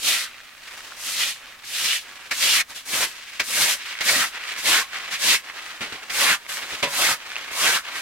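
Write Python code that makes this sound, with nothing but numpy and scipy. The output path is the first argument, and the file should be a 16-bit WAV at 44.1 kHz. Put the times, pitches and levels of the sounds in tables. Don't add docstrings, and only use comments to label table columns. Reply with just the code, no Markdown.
import sys
import numpy as np
from scipy import signal
from scipy.fft import rfft, irfft, next_fast_len
from scipy.io import wavfile
from scipy.ndimage import uniform_filter1d, map_coordinates

SR = 44100
rng = np.random.default_rng(int(sys.argv[2]) if len(sys.argv) > 2 else 0)


def digitize_waveform(pressure):
    field = np.atleast_2d(pressure).T
    bounded = np.clip(field, -1, 1)
    quanta = np.round(bounded * 32767).astype(np.int16)
    wavfile.write(sys.argv[1], SR, quanta)


N = 353417
TIME = np.arange(N) / SR


def from_db(db):
    return 10 ** (np.asarray(db) / 20)


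def rms_one(x):
    return x / np.sqrt(np.mean(x ** 2) + 1e-20)


def in_time(rows):
    s, *columns = np.transpose(rows)
    return [np.interp(TIME, s, column) for column in columns]


def at_hz(points, hz):
    f, value = np.transpose(points)
    return np.interp(np.log(np.maximum(hz, 1)), np.log(f), value)


def colour(x, spectrum):
    size = next_fast_len(x.shape[-1])
    hz = np.arange(size // 2 + 1) * SR / size
    gain = from_db(at_hz(spectrum, hz))
    return irfft(rfft(x, size) * gain, size)[..., :x.shape[-1]]


def drift(per_s):
    knots = rms_one(rng.standard_normal(8000))
    return np.interp(TIME * per_s, np.arange(len(knots)), knots)


def grains(per_s, spread_db, clump_db, clumps_per_s):
    born = rng.random(N) < per_s / SR
    uneven_db = spread_db * np.minimum(rng.exponential(1, N), 6)
    size_db = uneven_db + clump_db * drift(clumps_per_s)
    signs = rng.choice([-1, 1], (3, N))
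    return rms_one(born * signs * from_db(size_db))


def bands(x, spectrum, count=14):
    size = next_fast_len(N)
    whole = rfft(rms_one(colour(x, spectrum)), size)
    centres = np.geomspace(250, 13000, count)
    hz = np.arange(size // 2 + 1) * SR / size
    place = np.interp(np.log(hz + 1), np.log(centres), np.arange(count))
    split = []
    for k, centre in enumerate(centres):
        triangle = np.maximum(1 - abs(place - k), 0)
        split.append((centre, irfft(whole * triangle, size)[:, :N]))
    return split


def shelf(hz, none_hz, full_hz):
    return np.clip(np.log(hz / none_hz) / np.log(full_hz / none_hz), 0, 1)


def burst(s, rise, hold, t60):
    age = TIME - s
    attack = np.clip(age / rise + .5, 0, 1)
    return attack * from_db(-60 * np.clip((age - hold) / t60, 0, 3))


def ring(x, hz, t60):
    r, w = np.exp(-np.log(1000) / (t60 * SR)), 2 * np.pi * hz / SR
    return signal.lfilter([0, np.sin(w)], [1, -2 * r * np.cos(w), r * r], x + 1e-18)


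# (frequency [Hz], relative level [dB per Hz])
HUSH_SPECTRUM = [(20, 2), (45, 2.5), (90, -1), (170, -5.5), (260, 1.5), (380, -12.5), (700, -1),
                 (2000, -3.5), (8000, -8), (16000, -13)]
HUSH_DB = -53.5


def outdoor_hush(hush_side=0.62):
    mid, side = rms_one(colour(rng.standard_normal((2, N)), HUSH_SPECTRUM))
    return from_db(HUSH_DB) * np.array([mid + hush_side * side, mid - hush_side * side])


# (time [s], delay of the left microphone [ms], left-right level difference [dB])
SWEEPER_PLACE = [(0, .01, -0.5), (2.2, 0.016, -0.4), (3.3, 0.035, 0.2), (4.4, 0.052, 0), (8, 0.07, -0.3)]
# (frequency [Hz], gain [dB])
DIRECT_PATH = [(1000, 1), (2000, 0.62), (4000, -2.5), (10000, -12.5)]
# (frequency [Hz], gain [dB])
SCATTERED_PATHS = [(50, -20), (130, -42), (400, -48), (1000, -16), (2000, -2.5), (4000, 0.2), (10000, 1.5)]
TENT_T60_S, TENT_DB = .09, -15


def tent(paths):
    delay_ms, pan_db = in_time(SWEEPER_PLACE)
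    direct = colour(paths[0], DIRECT_PATH)
    scattered = colour(paths[1:], SCATTERED_PATHS)
    late = map_coordinates(direct, [np.arange(N) - delay_ms * SR / 1000], order=3)
    age = TIME[:SR // 4]
    wall = rng.standard_normal((2, len(age))) * (age > .003) * from_db(-60 * age / TENT_T60_S)
    wall = wall / np.linalg.norm(wall[0])
    tail = signal.fftconvolve(direct[None], wall, axes=1)[:, :N]
    heard = np.array([late, direct]) + scattered + from_db(TENT_DB) * tail
    return heard * from_db([pan_db / 2, -pan_db / 2])


def passing_echoes(paths, echo_db=-18.5, sway_ms=0.233, sways_per_s=3.0):
    out, at = paths, np.arange(N)
    for delay_ms in (1.7, 3.1, 5.3):
        read = at - (delay_ms + sway_ms * drift(sways_per_s)) * SR / 1000
        out = out + from_db(echo_db) * np.array([np.interp(read, at, path) for path in paths])
    return out / np.sqrt(1 + 3 * from_db(2 * echo_db))


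# (time [s], level [dB])
KNOCK_HITS = [(6.833, -27), (6.845, -39), (6.873, -30.5)]
# (frequency [Hz], relative level [dB], t60 [s])
HOLLOW_MODES = [(155, -5, .15), (562, 1.5, 0.21), (590, -10, 0.18), (983, 1, 0.2), (1050, -4, 0.13),
                (2160, -13, .08), (2660, -7, .09)]


def knock():
    hits = np.zeros(N)
    for s, db in KNOCK_HITS:
        hits[int(s * SR)] = from_db(db)
    body = sum(from_db(db) * ring(hits, hz, t60) for hz, db, t60 in HOLLOW_MODES)
    return signal.sosfilt(signal.butter(2, 250, "high", fs=SR, output="sos"), body)


# (time [s], relative level [dB], pitch [Hz])
GRIT_TICKS = [(0.403, -34, 1680), (0.806, -31, 1600), (0.921, -29, 1400), (3.2734, -37, 2380),
              (3.9527, -24, 1910), (4.0507, -23, 1850), (4.5176, -25, 2600), (4.9322, -23, 1500),
              (5.4994, -25.5, 2000), (6.0314, -35, 1940), (6.4652, -29, 2210), (7.318, -23, 1520),
              (7.357, -19, 2540), (7.3652, -17, 2760)]


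def ticks(t60=0.0086, crackle=1.0, crackle_t60=0.0064, gain_db=4):
    age = TIME[:1024]
    out = np.zeros(N + len(age))
    for s, db, hz in GRIT_TICKS:
        snap = crackle * rng.standard_normal(len(age)) * from_db(-60 * age / crackle_t60)
        at = int(s * SR)
        out[at:at + len(age)] += from_db(db + gain_db) * (ring(age == 0, hz, t60) + snap)
    thin = signal.butter(2, [900, 7000], "band", fs=SR, output="sos")
    return signal.sosfilt(thin, out[:N])


# (time [s], relative crunch level [dB], thud level [dB], crunch t60 [s])
FLOOR_STEPS = [(2.93, -23.5, -42, .16), (5.808, -22.5, -40.5, 0.41), (5.922, -30, -45, 0.2),
               (6.625, -30, -52, 0.13), (6.72, -27.5, -45, .2), (6.827, -14, -38.5, 0.17)]
# (frequency [Hz], relative level [dB per Hz])
CRUNCH_SPECTRUM = [(88, -43), (150, -9), (555, -2), (702, -3.5), (1020, -4), (1420, 1), (2100, 3),
                   (3160, 1.5), (9820, -15.5), (16000, -28)]
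# (frequency [Hz], relative level [dB per Hz])
THUD_SPECTRUM = [(30, -17), (70, -3), (150, -4.5), (300, -0.5), (600, -9), (1500, -40)]


def steps(crunch_db=-6.0, thud_db=0.0):
    crushing = grains(per_s=20000, spread_db=.8, clump_db=.7, clumps_per_s=250)
    crunch = rms_one(colour(crushing, CRUNCH_SPECTRUM))
    thud = rms_one(colour(rng.standard_normal((3, N)), THUD_SPECTRUM))
    out = 0
    for s, db, low_db, t60 in FLOOR_STEPS:
        tread = burst(s, rise=.004, hold=.014, t60=t60)
        out = out + crunch * from_db(db + crunch_db) * tread
        out = out + thud * from_db(low_db + thud_db) * burst(s, rise=0.0083, hold=0.012, t60=0.12)
    return out


# (time of fastest motion [s], speeding up [s], slowing down [s], relative rustle level [dB],
#  crumple: lows against rustle [dB], swish: treble against rustle [dB])
ARM_SWINGS = [(0.316, 0.15, 0.256, -41, -13.5, -16), (0.833, 0.33, 0.53, -41, -6, -5),
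              (1.398, 0.057, 0.419, -43, -9.5, -14.7), (2.124, 0.143, 0.51, -41, -7.5, -11),
              (3.272, 0.367, 0.58, -38.5, -14.5, -9.5), (3.954, 0.32, 0.24, -33, -16.5, -13.2),
              (4.372, 0.05, 0.019, -29.5, -10.5, -17.5), (4.475, 0.097, 0.18, -30, -13, -12.5),
              (4.991, 0.11, 0.21, -30, -12, -14.5), (5.475, 0.067, 0.088, -37, -7, -13.8),
              (5.662, 0.17, 0.16, -34.5, -10, -12), (5.95, 0.08, 0.19, -39.5, -5, -12),
              (6.717, 0.25, 0.18, -32.5, -8, -8.2), (7.373, 0.19, 0.3, -33, -8.5, -13.5),
              (7.888, 0.047, 0.14, -31, -10, -13.5)]
SWING_DB = 9.0


def swing_controls():
    arches = []
    for s, rise, fall, db, _, _ in ARM_SWINGS:
        away = (TIME - s) / np.where(TIME < s, rise, fall)
        arches.append(db - SWING_DB * away ** 2)
    *_, crumple_db, swish_db = in_time(ARM_SWINGS)
    return np.max(arches, axis=0), crumple_db, swish_db


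# (frequency [Hz], relative level [dB per Hz])
NYLON_SPECTRUM = [(40, -33), (100, -30.5), (270, -19), (400, -13.5), (600, -14), (1000, -6), (1600, 0),
                  (2500, 0.5), (5000, -9), (9000, -18.5), (16000, -29)]


def jacket(usual_crumple_db=-13, usual_swish_db=-15, patchy_db=0.86, snaps_db=-9, gain_db=-2.5, bunch_db=0.85):
    level_db, crumple_db, swish_db = swing_controls()
    crinkles = grains(per_s=9000, spread_db=1.0, clump_db=2.0, clumps_per_s=80)
    snaps = from_db(snaps_db) * grains(per_s=120, spread_db=2.5, clump_db=0.5, clumps_per_s=9.1)
    out = 0
    for hz, band in bands(crinkles + snaps, NYLON_SPECTRUM, count=8):
        folds = (crumple_db - usual_crumple_db) * shelf(hz, none_hz=1860, full_hz=730)
        swish = (swish_db - usual_swish_db) * shelf(hz, none_hz=2780, full_hz=8500)
        out = out + band * from_db(folds + swish + patchy_db * drift(per_s=54))
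    bunching = bunch_db * drift(per_s=30)
    return out * from_db(level_db + gain_db + bunching)


# (time [s], relative level [dB], ring-out t60 [s], contact [s])
BROOM_SLAPS = [(0.674, -34.5, 0.06, 0.0066), (1.635, -37, .07, .008), (2.311, -19, 0.088, 0.012),
               (3.025, -20.5, 0.07, .012), (3.397, -15, 0.097, 0.0049), (4.007, -19.5, 0.087, 0.011),
               (4.087, -21.5, 0.074, 0.0085), (5.121, -33, 0.07, 0.013), (6.097, -24.5, 0.15, 0.01),
               (6.491, -29.5, 0.059, 0.008)]
# (frequency [Hz], relative level [dB per Hz])
SLAP_SPECTRUM = [(30, -14), (90, -19.5), (350, -12.5), (900, -10.5), (1700, -0.5), (2200, 4), (3000, -4.5),
                 (5000, -5), (10000, -19.5), (16000, -23)]


def slaps(gain_db=-3.0):
    landings = grains(per_s=18000, spread_db=1.0, clump_db=.8, clumps_per_s=300)
    patter = rms_one(colour(landings, SLAP_SPECTRUM))
    out = 0
    for s, db, t60, hold in BROOM_SLAPS:
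        out = out + from_db(db + gain_db) * burst(s, rise=.005, hold=hold, t60=t60)
    return patter * out


SWELL_DB, SWELL_CURVE = 21.5, 1.6
TIP_BITE_DB, DULL_DB_PER_OCTAVE = 3.5, 6.5
EASE_OFF_DB, FLICK_S = 7, 0.031
FLICK_DULL_SHARE = 0.27


def stroke(age, swell, drag, lift, peak_db, fade_db, press_db, bite_db, rasp_hz, sag, flick_db):
    after_drag = age - swell - drag
    upright = np.clip(1 - age / swell, 0, 1)
    bent = np.clip((age - swell) / drag, 0, 1)
    flick = flick_db * np.exp(-(after_drag / FLICK_S + 1) ** 2)
    lift_off = 20 * np.maximum(after_drag / lift, 0)
    level_db = peak_db - SWELL_DB * upright ** SWELL_CURVE - fade_db * bent + flick - lift_off
    sunk = sag * bent ** 2
    pressure = press_db - EASE_OFF_DB * bent ** 2
    bite = bite_db + TIP_BITE_DB * upright - DULL_DB_PER_OCTAVE * sunk - FLICK_DULL_SHARE * flick
    return np.array([level_db, pressure, bite, rasp_hz * 2 ** -sunk])


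# (start time [s], swell [s], drag [s], lift-off by 20 dB [s], relative scrape level [dB],
#  fade over the drag [dB], pressure: lows against scrape [dB], bite: treble against scrape [dB],
#  starting rasp centre [Hz], sag of the rasp over the drag [octaves], closing flick [dB])
BROOM_STROKES = [(0.0, 0.082, 0.157, 0.053, -23.0, 6, -21, -6.5, 2820, 0.57, -0.7),
                 (0.96, 0.13, 0.1, 0.08, -34.5, 1, -21, -3, 3000, 0, 0.5),
                 (1.11, 0.11, 0.091, 0.078, -25, 7.5, -22, -7.5, 2630, 0.1, 1.6),
                 (1.643, 0.22, 0.1, 0.065, -24.5, 1.9, -24.5, -8.5, 2680.0, 0.07, 2.1),
                 (2.308, 0.17, 0.136, 0.013, -22, -0.5, -21.5, -7, 2870, 0.64, -0.5),
                 (2.679, 0.029, 0.032, 0.049, -39.5, 7, -13.4, -9, 1955, 0.32, 1.5),
                 (2.739, 0.027, 0.012, 0.077, -36, 1.3, -16.5, -7, 2830.0, 0.097, -0.5),
                 (2.854, 0.12, 0.077, 0.035, -27.5, -0.5, -11.5, -3.5, 2680, 0.35, 1),
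                 (3.047, 0.0097, 0.027, 0.06, -36.5, 3, -7, -4.0, 3000.0, 0, 1),
                 (3.434, 0.2, 0.112, 0.056, -23, 9.8, -17, -3.5, 2510, 0.04, 6.1),
                 (4.02, 0.081, 0.141, 0.075, -21, 4, -16, -6.5, 2300, 0.46, 2.0),
                 (4.568, 0.024, 0.019, 0.101, -31.5, 3.3, -15.1, -7.5, 2760.0, 0, -0.5),
                 (4.621, 0.071, 0.11, 0.054, -20, 1, -17, -8, 2330, 0.83, 0.4),
                 (5.103, 0.023, 0.02, 0.081, -30, 0, -21, -11.5, 2410, 0, 1),
                 (5.188, 0.086, 0.082, 0.041, -19.5, 1, -20.5, -8, 2700, 0.48, 1),
                 (6.111, 0.12, 0.117, 0.035, -20.5, 5.5, -16, -7, 2200, 0.69, 6),
                 (6.477, 0.026, 0.065, 0.11, -34, 4.5, -18, -4.5, 1860.0, 0, 2),
                 (6.879, 0.15, 0.1, 0.044, -21, 2.5, -15, -7.5, 2120, 0.48, 2.0),
                 (7.517, 0.13, 0.13, 0.045, -20.5, 4.5, -17, -9, 2100, 0.49, 4),
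                 (7.912, 0.06, 0.033, 0.042, -35, -0.5, -15.5, -9, 2080.0, 0.24, 0.5)]


def stroke_controls():
    controls = np.tile([[-150.], [0], [0], [2000]], N)
    for start, *shape in BROOM_STROKES:
        span = (TIME >= start) & (TIME < start + 1)
        new, old = stroke(TIME[span] - start, *shape), controls[:, span]
        controls[:, span] = np.where(new[0] > old[0], new, old)
    return controls


# (frequency [Hz], relative level [dB per Hz])
SCRAPE_SPECTRUM = [(30, -40), (60, -21), (120, -13.5), (280, -6.5), (380, -10), (500, -5), (750, -4.5),
                   (1500, -3), (2300, -3.5), (4000, -2), (6000, -1.5), (9500, -3), (13000, -7.5),
                   (16000, -16.5)]


def broom(usual_press_db=-16, usual_bite_db=-7, rasp_db=7.0, rasp_octaves=0.7, slack_db=5.0, patchy_db=3.0,
          flap_db=1.5, grit_db=-13, gain_db=0.5, flex_s=0.014, judder_db=0.76):
    level_db, press_db, bite_db, rasp_hz = stroke_controls()
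    contact = uniform_filter1d(from_db(level_db + gain_db), max(1, int(flex_s * SR)))
    judder = judder_db * drift(per_s=35)
    flicks = grains(per_s=24000, spread_db=1.1, clump_db=0.53, clumps_per_s=150)
    grit = from_db(grit_db) * grains(per_s=700, spread_db=0.0, clump_db=2.0, clumps_per_s=81)
    flap = flap_db * drift(per_s=41)
    out, rasp_pitch = 0, np.log2(rasp_hz)
    for hz, band in bands(flicks + grit, SCRAPE_SPECTRUM):
        drumming = (press_db - usual_press_db) * shelf(hz, none_hz=2200, full_hz=720)
        sheet = drumming + flap * shelf(hz, none_hz=800, full_hz=250)
        tips = (bite_db - usual_bite_db) * shelf(hz, none_hz=3000, full_hz=8800)
        rasp = rasp_db * np.exp(-.5 * ((np.log2(hz) - rasp_pitch) / rasp_octaves) ** 2)
        slack = slack_db * (np.log2(2400) - rasp_pitch) * np.exp(-np.log2(hz / 950) ** 2 / 1.1)
        creases = patchy_db * drift(per_s=33) * shelf(hz, none_hz=8900, full_hz=2000)
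        out = out + band * from_db(sheet + tips + rasp + slack + creases)
    return out * contact * from_db(judder)


def scene(near_db=0.0):
    hush = outdoor_hush()
    paths = passing_echoes(broom() + jacket()) + slaps() + steps()
    paths[0] += knock() + ticks()
    return from_db(near_db) * tent(paths) + hush


# (frequency [Hz], level difference [dB])
CHANNEL_TILT = [(500, -1), (1200, 0.5), (2200, -2.1), (4000, 1.1), (9000, 0.9)]
# (frequency [Hz], side gain [dB])
SIDE_LEVEL = [(8300, 0), (9800, -11), (16000, -12)]
CUTOFF_HZ = 15900


def record(dry):
    left = colour(dry[0], [(hz, db / 2) for hz, db in CHANNEL_TILT])
    right = colour(dry[1], [(hz, -db / 2) for hz, db in CHANNEL_TILT])
    mid = (left + right) / 2
    side = colour((left - right) / 2, SIDE_LEVEL)
    low_pass = signal.ellip(12, .1, 80, CUTOFF_HZ, fs=SR, output="sos")
    return signal.sosfilt(low_pass, np.array([mid + side, mid - side]))


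dry = scene()
out = record(dry)
digitize_waveform(out)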